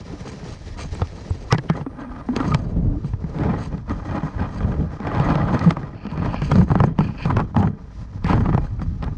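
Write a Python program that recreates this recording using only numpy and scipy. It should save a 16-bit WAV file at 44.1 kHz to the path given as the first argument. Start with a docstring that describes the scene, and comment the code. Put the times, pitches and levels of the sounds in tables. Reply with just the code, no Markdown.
"""A small camera on a hand-held pole is carried by a walker along a stony beach.
The grip slips and rubs in uneven pushes, and joints knock with noise bursts, rings and damped thuds.
Low noise makes the wind on the microphone port; bright noise and tiny clicks make surf and gravel.
Filtered noise makes short rings, ticks and scrapes and a very faint, steady band near 8.7 kHz.
A jacket sleeve brushes in clumps of fine grains."""
import sys
import numpy as np
from scipy import signal
from scipy.fft import rfft, irfft
from scipy.io import wavfile

SR = 44100
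rng = np.random.default_rng(int(sys.argv[2]) if len(sys.argv) > 2 else 0)


def bounce(signal):
    """Save signal as a 16-bit WAV file at the path given by the first command-line argument."""
    frames = np.transpose(np.atleast_2d(signal))
    limited = np.clip(frames, -1, 1)
    pcm = np.round(limited * 32767).astype(np.int16)
    wavfile.write(sys.argv[1], SR, pcm)


N = 404397

# Resonances of the camera housing: f/Hz, width/Hz, relative level/dB
HOUSING_MODES = [(820, 90, -1), (927, 274, 3.5), (1181, 133, 1), (1566, 150, -4.5), (1898, 130, -7),
                 (2425, 100, -15), (3184, 250, -18), (4520, 240, -26.5), (5130, 110, -29.5)]
# Resonances of the microphone port, heard in surf and gravel: f/Hz, width/Hz, relative level/dB
PORT_MODES = [(4000, 660, -5.5), (4660, 210, -5), (5050, 350, -16), (6340, 600, -4.5), (3200, 370, -23),
              (2390, 83, -12)]


def from_db(db):
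    """Turn decibels into a gain."""
    return 10 ** (np.asarray(db) / 20)


def rms_one(x):
    """Scale a sound to an average strength (rms) of 1."""
    return x / np.sqrt(np.mean(x ** 2) + 1e-20)


def in_time(rows):
    """Draw straight lines between a table's points, giving each column a value at every sample."""
    s, *columns = np.transpose(rows)
    t = np.arange(N) / SR
    return [np.interp(t, s, column) for column in columns]


def drift(rate_hz):
    """Slow random wandering of spread 1: noise smoothed twice by a one-pole low-pass."""
    r = np.exp(-2 * np.pi * rate_hz / SR)
    noise = rng.standard_normal(N + SR)
    smooth = signal.lfilter([1], [1, -2 * r, r * r], noise)
    return rms_one(smooth[SR:])  # the first second lets the filter settle


def colour(x, spectrum, size=8192):
    """Filter a sound to a given spectrum, responding as early as possible (minimum phase)."""
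    hz = np.maximum(np.arange(size // 2 + 1) * SR / size, 1)
    points = np.array(spectrum)
    level_db = np.interp(np.log(hz), np.log(points[:, 0]), points[:, 1], left=-90, right=-90)
    # folding the cepstrum onto positive times makes the filter minimum phase
    cepstrum = irfft(np.log(from_db(level_db)))
    cepstrum[1:size // 2] *= 2
    cepstrum[size // 2 + 1:] = 0
    response = irfft(np.exp(rfft(cepstrum)))
    return signal.fftconvolve(x, response)[:N]


def grains(per_s, spread_db):
    """Random clicks of uneven size and either sign, like many tiny contacts."""
    sizes = from_db(spread_db * np.minimum(rng.exponential(1, N), 4))
    signs = rng.choice([-1, 1], N)
    return rms_one(sizes * signs * (rng.random(N) < per_s / SR))


def resonate(x, hz, width_hz):
    """Ring at one pitch: the same resonance twice in a row, for steep sides."""
    r = np.exp(-np.pi * max(width_hz, 5) / SR)
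    section = [1, 0, -1, 1, -2 * r * np.cos(2 * np.pi * hz / SR), r * r]
    return signal.sosfilt([section, section], x)


def through_modes(x, modes, wander_db):
    """Drive each resonance more or less as the point of contact wanders."""
    total = np.zeros(N)
    for hz, width_hz, db in modes:
        drive = from_db(wander_db * drift(20)) * x
        total += from_db(db) * rms_one(resonate(drive, hz, width_hz))
    return total


def wind(buffet_db):
    """Lumpy low turbulence on the port: low-coloured noise of wandering strength."""
    # Wind spectrum: f/Hz, relative level/dB
    buffet_spectrum = [(12, -37), (25, -6.5), (40, 1), (70, -2.5), (110, -4), (300, -66)]
    lumps = from_db(2.9 * drift(17.0))
    return from_db(buffet_db) * rms_one(colour(lumps * rng.standard_normal(N), buffet_spectrum))


def grip(rumble_db, rub_db):
    """Stick-slip of the hand: one uneven pressure drives the pole's rumble and the housing's rub."""
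    # Pole rumble spectrum: f/Hz, relative level/dB
    rumble_spectrum = [(35, -57), (60, 0), (167, 5.5), (229, -1.5), (257, -3.5), (312, -12.5), (371, -19),
                       (428, -12.5), (600, -61.5), (780, -60.5), (1320, -120)]
    # Grip rub spectrum: f/Hz, relative level/dB
    rub_spectrum = [(180, -3.5), (300, 12), (371, -5), (427, 0.5), (760, 5), (1220, -11), (2840, -36.5),
                    (5000, -30.5), (6500, -72), (11000, -120)]
    # Hollower note, stronger when the grip is loose: t/s, level against the coloured rumble/dB
    hollow_curve = [(0, -8.5), (1.3, -5.5), (1.6, -3.5), (2.7, -24), (3.4, -9), (4.1, -38), (4.8, -20.5),
                    (6.2, -17.5), (9.17, -35)]
    pressure = drift(11.9)

    pushes = from_db(3.52 * pressure) * grains(900, spread_db=1.5)
    hollow = from_db(in_time(hollow_curve)[0]) * rms_one(resonate(pushes, hz=360, width_hz=400))
    rumble = rms_one(colour(pushes, rumble_spectrum)) + hollow

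    slip_swing_db = 2.2  # how far hand pressure sways the rub
    sway = from_db(slip_swing_db * pressure + 1.4 * drift(85))
    rubs = sway * grains(800, spread_db=2.5)
    housing = through_modes(rubs, HOUSING_MODES, wander_db=2.5)
    rub = rms_one(rms_one(colour(rubs, rub_spectrum)) + from_db(-8.5) * housing)
    return from_db(rumble_db) * rumble + from_db(rub_db) * rub, pressure


def shore(hiss_db, pressure):
    """Surf: smooth hiss with sparse crackles, partly shaken along with the grip."""
    # Surf spectrum: f/Hz, relative level/dB
    hiss_spectrum = [(1060, -19.5), (1800, 10.5), (1950, 7), (2990, 2.5), (3420, 2), (6210, 3),
                     (8220, -12.5), (10500, -13), (13600, -76), (22000, -120)]
    flicker = from_db(2.0 * pressure + 1.8 * drift(23))
    crackles = 0.3 * grains(150, spread_db=3.0)
    source = flicker * (rng.standard_normal(N) + crackles)
    port = through_modes(source, PORT_MODES, wander_db=2.5)
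    return from_db(hiss_db) * rms_one(rms_one(colour(source, hiss_spectrum)) + 0.21 * port)


def knocks():
    """A joint snaps and rattles after a brief swell, with housing rings, a tick and a damped thud."""
    # Knocks in the pole, levels before mixing:
    # t/s, knock level/dB, thud level/dB, thud f/Hz, bright tick level/dB
    knock_table = [(.134, -31, -27.5, 292, -65), (0.255, -29, -47, 250, -58), (0.272, -24, -42, 247, -52),
                   (0.43, -34, -26.5, 158, -70), (0.851, -47, -23, 151, -68), (.951, -32, -38, 120, -47),
                   (0.996, -29, -26, 121, -55), (1.018, -12.5, -10.5, 88, -40), (1.072, -52, -37, 93, -44),
                   (1.307, -26, -10.5, 87, -72), (1.525, -5, -5, 122, -17.5), (1.539, -21, -24, 163, -45),
                   (1.546, -14.5, -12.5, 158, -40), (1.583, -17.5, -18, 133, -33.5),
                   (1.699, -11.5, -7, 159, -32), (1.811, -21, -20.5, 138, -60),
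                   (1.864, -19.5, -19.5, 262, -75), (2.288, -15, -14.5, 239, -75),
                   (2.364, -16.5, -16.5, 244, -27.5), (2.403, -17, -14.5, 256, -38),
                   (2.518, -19, -41, 140, -43), (2.546, -15, -11, 128, -23.5), (3.045, -29, -16, 141, -61),
                   (3.135, -26.5, -13.5, 95, -55), (3.241, -29, -16.5, 157, -59),
                   (3.386, -28, -37, 177, -46), (3.435, -13, -36, 202, -46), (3.494, -22, -20, 200, -61),
                   (3.509, -21, -31, 200, -54), (3.78, -34, -46, 149, -50), (3.896, -29, -47, 270, -44),
                   (4.111, -22, -20, 117, -52), (4.181, -25, -31, 151, -45), (4.232, -26, -14, 155, -57),
                   (4.404, -28, -30, 295, -47), (4.419, -16, -36, 98, -73), (4.606, -17.5, -20, 88, -59),
                   (4.645, -24, -9.5, 97, -66), (5.002, -22, -22, 201, -49.5),
                   (5.071, -16, -25, 160, -41.5), (5.116, -13, -33, 151, -52), (5.149, -15, -34, 149, -41),
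                   (5.199, -14.5, -8, 143, -35.5), (5.303, -16, -14, 155, -41), (5.355, -10, -10, 144, -38),
                   (5.506, -16, -17, 184, -59), (5.57, -28, -33, 150, -56), (5.593, -44, -44, 149, -34),
                   (5.627, -24, -41, 150, -46), (5.707, -10, -25, 171, -26.5), (5.769, -12, -20, 142, -61),
                   (5.831, -22, -21.5, 155, -58), (6.052, -21, -22.5, 201, -67),
                   (6.067, -23, -25, 200, -48), (6.115, -43, -45, 180, -46), (6.176, -16, -17.5, 161, -50),
                   (6.259, -15, -44, 204, -47), (6.343, -15.5, -21, 175, -45),
                   (6.419, -12.5, -14, 138.5, -39), (6.516, -7, -7.5, 115, -29),
                   (6.556, -13.5, -16, 171, -39.5), (6.585, -19, -9, 147, -44), (6.615, -12, -13, 178, -52),
                   (6.681, -23, -31, 141, -68), (6.703, -13, -10, 124, -53), (6.716, -9.5, -6, 116.3, -54),
                   (6.754, -7, -9.5, 181, -48), (6.776, -26, -17, 149, -60), (6.79, -22, -18, 130, -48),
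                   (6.803, -5.5, -5, 105.4, -41.5), (6.838, -6, -11, 129, -41),
                   (6.988, -11.5, -6, 173, -40), (7.007, -10.5, -8, 155, -47),
                   (7.255, -16, -10, 145, -39.5), (7.304, -5.5, -23, 135, -58),
                   (7.368, -9, -10, 103, -32.5), (7.385, -15.5, -18, 143, -56), (7.394, -10, -17, 149, -57),
                   (7.401, -11, -16, 146, -38.5), (7.412, -15, -22, 150, -61), (7.546, -17, -21, 99, -75),
                   (7.565, -9, -12, 228, -40), (7.628, -9, -24, 127, -54), (7.673, -16, -14.5, 104, -49.5),
                   (8.2445, -24, -11, 162, -36.5), (8.266, -22, -15, 90, -39), (8.298, -13, -13, 177, -69),
                   (8.309, -12, -13.5, 170, -67), (8.332, -6, -14, 169, -44.5),
                   (8.379, -14.5, -11, 167, -54), (8.406, -15, -15, 185, -49.5),
                   (8.458, -10, -16.5, 183, -55), (8.491, -12.5, -21, 148, -58),
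                   (8.529, -12.5, -29, 133, -58), (8.537, -18, -16, 128, -52),
                   (8.547, -12.5, -6.5, 132, -47), (8.578, -9, -14.5, 137, -50),
                   (8.794, -23, -22, 109, -62), (8.817, -20.5, -19.5, 166, -50),
                   (9.026, -25.5, -29, 88.6, -46), (9.041, -27, -28, 181, -40.5),
                   (9.08, -21.5, -19, 138, -61)]
    # Rattle spectrum: f/Hz, relative level/dB
    rattle_spectrum = [(200, -20.5), (300, 10), (600, 1.5), (1200, 0), (2500, -19), (3600, -39),
                       (6000, -46)]
    # Tick spectrum: f/Hz, relative level/dB
    tick_spectrum = [(1000, -2), (1900, 15), (3200, 10.5), (5000, 9), (7000, -5.5), (9000, -13),
                     (11000, -23.5), (16000, -36.5)]
    swell_s, swell_db = 0.004, -9.0
    rattle_s, tick_s = 0.0048, 0.00086  # times to fall to 37 %
    rise_s, thud_t60_s = 0.0017, 0.086  # thud rise time; time to fall by 60 dB
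    snap_from_hz, snap_to_hz, snap_fall_s, snap_s = 1400, 340, 0.002, 0.0045
    hardness, usual_tick_db = .22, -28  # a weaker tick softens the rattle and ring by this share
    uneven_db, detune = 5, 0.05  # spread of ring strengths; spread of pitches as the grip changes
    width_scale = 0.96  # the housing rings a little longer here

    t = np.arange(round(.2 * SR)) / SR - .02  # starts 20 ms before the blow
    after = np.maximum(t, 0)
    struck = t >= 0
    swell = (t < 0) * from_db(swell_db) * np.exp(np.minimum(t, 0) / swell_s)
    rattle_fall = np.exp(-after / rattle_s)
    tick_fall = np.exp(-after / tick_s)
    burst_shape = swell + struck * (rattle_fall + 0.5 * tick_fall)
    tick_shape = 0.51 * swell + struck * (tick_fall + 0.17 * rattle_fall)

    # a blow travels along the pole, high notes first
    glide = (snap_from_hz - snap_to_hz) * snap_fall_s * (1 - np.exp(-after / snap_fall_s))
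    turns = snap_to_hz * after + glide
    snap = np.sin(2 * np.pi * turns) * np.exp(-after / snap_s)

    rattles, rings, ticks, thuds = np.zeros((4, N + len(t)))
    for s, knock_db, thud_db, thud_hz, tick_db in knock_table:
        first = round((s + t[0]) * SR)
        span = slice(first, first + len(t))
        noise = rng.standard_normal(len(t))
        burst = noise * burst_shape
        ring = np.zeros(len(t))
        for hz, width_hz, db in HOUSING_MODES:
            share = from_db(uneven_db * rng.standard_normal())
            tuning = 1 + detune * rng.standard_normal()
            ring += share * from_db(db) * rms_one(resonate(burst, hz * tuning, width_scale * width_hz))

        hard_db = knock_db + hardness * (tick_db - knock_db - usual_tick_db)
        rattles[span] += from_db(hard_db) * burst
        rings[span] += from_db(hard_db) * ring / np.max(np.abs(ring))
        ticks[span] += from_db(tick_db) * noise * tick_shape

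        # the thud starts sharp and settles to its pitch
        swing = np.sin(2 * np.pi * thud_hz * (after - 0.0012 * np.exp(-after / 0.0036)))
        thud_gain = from_db(thud_db - 60 * after / thud_t60_s)
        thuds[span] += thud_gain * swing * (1 - np.exp(-after / rise_s))
        snap_db = -3.5 + 0.3 * thud_db + 1.2 * knock_db  # follows mostly the knock
        thuds[span] += from_db(snap_db) * snap

    # plain noise through each filter gives the gain to divide out
    unit = rng.standard_normal(N)
    rattle = colour(rattles, rattle_spectrum) / np.std(colour(unit, rattle_spectrum))
    tick = colour(ticks, tick_spectrum) / np.std(colour(unit, tick_spectrum))
    joint = from_db(-8.5) * rattle + from_db(-13.5) * rings[:N]
    return joint + from_db(8.5) * tick + from_db(4.0) * thuds[:N]


def slips():
    """Each slip swells, holds and fades by one rule; overlapping slips add in power."""
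    # Slips and jolts of the grip, with rumble, rub and a bright crunch:
    # start t/s, hold/s, pole rumble level/dB, grip rub level/dB, crunch level/dB
    slip_table = [(0.282, .02, -36.5, -47, -48), (0.522, 0.049, -39.5, -63, -47),
                  (0.789, 0.046, -36, -39, -44), (0.97, 0.018, -33.5, -48, -49),
                  (1.126, 0.063, -36.5, -49, -54), (1.344, 0.2, -38, -47.5, -53.5),
                  (1.76, 0.0071, -29.5, -35.5, -52.5), (2.009, 0.01, -40, -32, -57),
                  (2.358, 0.065, -29.5, -31, -52.5), (2.456, 0.11, -24.5, -35.5, -51.5),
                  (2.616, 0.098, -23, -48.5, -60), (2.771, 0.11, -18.5, -62, -69),
                  (3.065, 0.023, -51, -64, -56.5), (3.368, .03, -36, -38.5, -55.5),
                  (3.413, 0.14, -17, -30, -69), (3.615, 0.013, -42, -35, -46),
                  (3.728, 0.013, -20.5, -37.5, -76), (3.909, 0.0091, -25.5, -30.5, -57),
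                  (4.118, 0.082, -29, -30.5, -59), (4.417, 0.015, -20.5, -26, -59),
                  (4.02, 0.07, -37, -38.5, -60.5), (4.24, 0.12, -39, -42, -65),
                  (4.527, 0.067, -23.5, -35, -51), (4.611, 0.12, -22, -34.5, -65),
                  (4.75, 0.026, -25, -54, -68), (4.798, 0.034, -19, -60, -74),
                  (5.05, 0.29, -28.5, -30, -63), (5.193, 0.18, -28, -25, -57.5),
                  (5.317, 0.25, -20.5, -28.5, -60.5), (5.5, 0.15, -23, -26.5, -55),
                  (5.659, 0.061, -17.5, -29, -49.5), (6.127, 0.18, -25, -36.5, -62),
                  (5.848, 0.018, -30, -40, -67), (6.248, 0.072, -37, -31.5, -60),
                  (6.442, 0.075, -30, -41, -51.5), (6.554, 0.054, -10.5, -35.5, -48.5),
                  (6.712, 0.019, -20, -30.5, -47), (6.752, 0.12, -17.5, -39, -61.5),
                  (7.013, 0.017, -21, -37, -53.5), (7.188, 0.082, -36.5, -37.5, -54),
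                  (7.296, 0.025, -16.5, -31, -62), (7.379, 0.036, -19.5, -33, -64),
                  (7.581, 0.073, -15, -36.5, -59), (8.297, 0.032, -15.5, -23, -51),
                  (8.389, 0.034, -19, -59, -57), (8.444, 0.014, -17.5, -31, -60.5),
                  (8.51, 0.039, -26, -37.5, -66.5), (8.647, 0.025, -41, -41, -59),
                  (8.814, 0.014, -35, -48, -60), (9.032, 0.043, -32.5, -39.5, -80)]
    onset_db_per_s = 402
    # How fast rumble, rub and crunch die: three rates/(dB per s)
    fade_db_per_s = [177, 229.5, 296]
    t = np.arange(N) / SR
    power = np.full((3, N), 1e-14)
    for start, hold, *levels_db in slip_table:
        first = max(round((start - .3) * SR), 0)
        near = slice(first, round((start + hold + .5) * SR))
        before = np.maximum(start - t[near], 0)
        after = np.maximum(t[near] - start - hold, 0)
        loss_db = onset_db_per_s * before + np.c_[fade_db_per_s] * after
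        power[:, near] += from_db(2 * (np.c_[levels_db] - loss_db))  # doubled dB gives power
    return power


def with_slips(rest_db, power):
    """Add the slips' power to the resting level, giving dB."""
    return 10 * np.log10(from_db(2 * rest_db) + power)


def gravel(power, pressure):
    """Stones and sand grinding: dense clumped grains, swayed by the hand's pressure."""
    # Gravel spectrum: f/Hz, relative level/dB
    grit_spectrum = [(900, -15.5), (1600, -0.5), (2600, 5.5), (3500, 1.5), (5000, -5.5), (6500, -20.5),
                     (8300, -4.5), (10500, -30), (14000, -74.5)]
    grind_swing_db, clump_db = 2, 3  # sway from hand pressure; clumping of the grains
    clumps = from_db(grind_swing_db * pressure + clump_db * drift(40))
    source = clumps * grains(1500, spread_db=1.0)
    port = through_modes(source, PORT_MODES, wander_db=2.0)
    return np.sqrt(power) * rms_one(rms_one(colour(source, grit_spectrum)) + port)


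def rings_and_scrapes():
    """Short rings, ticks and scrapes: noise through one resonance, narrow or wide, faded in and out."""
    # Short rings, ticks and scrapes, and a very faint, steady narrow band of noise near 8.7 kHz:
    # start t/s, end t/s, f/Hz, width/Hz, level before fades/dB
    ring_table = [(1.503, 1.514, 1120, 140, -26), (1.512, 1.526, 1140, 91, -20),
                  (1.503, 1.534, 1980, 90, -29.5), (1.498, 1.53, 2430, 120, -42),
                  (1.508, 1.53, 5200, 460, -40), (1.535, 1.568, 1870, 270, -34),
                  (1.575, 1.6, 1700, 400, -32), (1.68, 1.75, 1600, 510, -42), (1.68, 1.712, 3000, 470, -44),
                  (1.802, 1.822, 2830, 300, -51), (1.296, 1.31, 7900, 550, -50),
                  (.943, .955, 7900, 600, -47), (1.018, 1.03, 3500, 130, -45),
                  (8.243, 8.275, 1800, 470, -33), (3.49, 3.52, 2350, 160, -44),
                  (1.545, 2.5, 8750, 250, -78), (5.652, 5.7, 167, 35, -8.5), (8.275, 8.31, 980, 260, -25),
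                  (8.262, 8.345, 1900, 1440, -37), (2.29, 2.36, 248, 62, -24.5), (2, 2.1, 3300, 140, -76),
                  (2.4, 2.97, 570, 260, -44.5), (4.6, 4.87, 480, 260, -39.5), (2.84, 2.999, 288, 42, -31),
                  (7.697, 7.87, 440, 21, -53), (1.96, 2.195, 248, 52, -36.5),
                  (2.51, 2.538, 1240, 60, -21.5), (2.536, 2.554, 2320, 220, -26.5),
                  (2.534, 2.556, 3060, 410, -42), (2.394, 2.424, 1120, 240, -25.5),
                  (7.292, 7.322, 1120, 350, -20.5), (7.55, 7.665, 820, 240, -28)]
    fade_s, evenness = .015, .6  # longest fade at each end; how steady the sound holds its level, 0-1
    out = np.zeros(N)
    for start, end, hz, width_hz, db in ring_table:
        span = slice(round(start * SR), round(end * SR))
        count = span.stop - span.start
        noise = rng.standard_normal(count + SR // 10)  # extra 0.1 s lets the resonance build up
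        ring = resonate(noise, hz, width_hz)[-count:]
        ring = ring / np.abs(signal.hilbert(ring)) ** evenness
        fade = signal.windows.tukey(count, min(2 * fade_s * SR / count, 1))
        out[span] += from_db(db) * rms_one(ring) * fade
    return out


def sleeve():
    """Stiff cloth: fine grains in clumps, only while the arm brushes."""
    # Jacket sleeve brushing, one list per brush: t/s, level before mixing/dB
    brushes = [
        [(5.95, -46.5), (6.036, -40), (6.158, -43), (6.416, -30), (6.638, -46), (6.66, -63)],
        [(6.98, -40), (7.034, -33.5), (7.165, -43), (7.185, -29), (7.245, -23), (7.28, -51)],
        [(8.255, -52), (8.295, -29), (8.34, -31), (8.36, -68)],
    ]
    # Cloth spectrum: f/Hz, relative level/dB
    cloth_spectrum = [(880, -50.5), (1680, 4), (2050, -9), (2420, 6.5), (3200, -5.5), (3800, -22),
                      (4400, -2.5), (5400, -17), (6500, -35.5), (8450, -70.5), (14300, -120)]
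    t = np.arange(N) / SR
    level = np.zeros(N)
    for rows in brushes:
        level += from_db(np.interp(t, *np.transpose(rows), left=-120, right=-120))
    clumps = from_db(3 * drift(30))
    cloth = colour(clumps * grains(2500, spread_db=1.0), cloth_spectrum)
    return from_db(-11.5) * level * rms_one(cloth)


def scene():
    """Add up all the sounds as they reach one microphone."""
    # Gusts on the microphone port: t/s, wind level/dB
    gusts = [(0, -37), (.4, -42), (.9, -29.5), (1.3, -37.5), (1.55, -33.5), (2.0, -43.5), (2.4, -33.5),
             (2.9, -20.5), (3.05, -35.5), (4.0, -29), (4.5, -33.5), (4.8, -17), (4.97, -38), (5.3, -26),
             (6.02, -44), (6.3, -29), (6.62, -23), (7.1, -37.5), (7.35, -25), (7.72, -45), (7.82, -41),
             (8.0, -34), (8.2, -31), (8.35, -20.5), (8.6, -23.5), (9.17, -30.5)]
    # The hand at rest on the swinging pole: t/s, pole rumble level/dB, grip rub level/dB
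    hold_curve = [(0, -33.5, -45), (.7, -40, -49.5), (1.1, -43, -44.5), (1.65, -43, -65),
                  (2.1, -41.5, -39.5), (2.8, -33.5, -55.5), (3.3, -34.5, -48.5), (3.9, -39, -46),
                  (4.9, -48, -42), (5.8, -43, -38.5), (6.0, -38.5, -46.5), (6.3, -43.5, -45),
                  (6.93, -40, -49), (7.15, -37, -47.5), (7.5, -58, -53), (7.85, -40, -51),
                  (8.2, -39.5, -49.5), (8.7, -32, -46.5), (9.17, -35, -64)]
    # Surf, loud while the microphone faces the sea: t/s, hiss level/dB
    surf_curve = [(0, -50), (.9, -50), (1.45, -54), (1.65, -61.5), (1.95, -68), (2.3, -61), (2.8, -70),
                  (3.3, -60), (4.2, -61), (4.9, -60), (5.8, -61), (6.0, -68.5), (6.4, -59), (6.93, -69),
                  (7.15, -62), (7.75, -70.5), (8.0, -57.5), (8.2, -63.5), (9.17, -64)]
    buffet_db, = in_time(gusts)
    rumble_db, rub_db = in_time(hold_curve)
    surf_db, = in_time(surf_curve)
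    jolt, slip, crunch = slips()
    hand, pressure = grip(with_slips(rumble_db, jolt), with_slips(rub_db, slip))
    beach = shore(surf_db, pressure) + gravel(crunch, pressure)
    total = wind(buffet_db) + hand + beach + knocks() + rings_and_scrapes() + sleeve()
    return total[None]  # one channel


def record(dry):
    """Round the peaks softly, then cut the top of the treble."""
    stop_hz = 11172  # from here up, at least 30 dB weaker
    rounded = .8 * np.tanh(dry / .8)
    low_pass = signal.cheby2(6, 30, stop_hz, fs=SR, output="sos")
    return signal.sosfilt(low_pass, rounded)


dry = scene()
out = record(dry)
bounce(out)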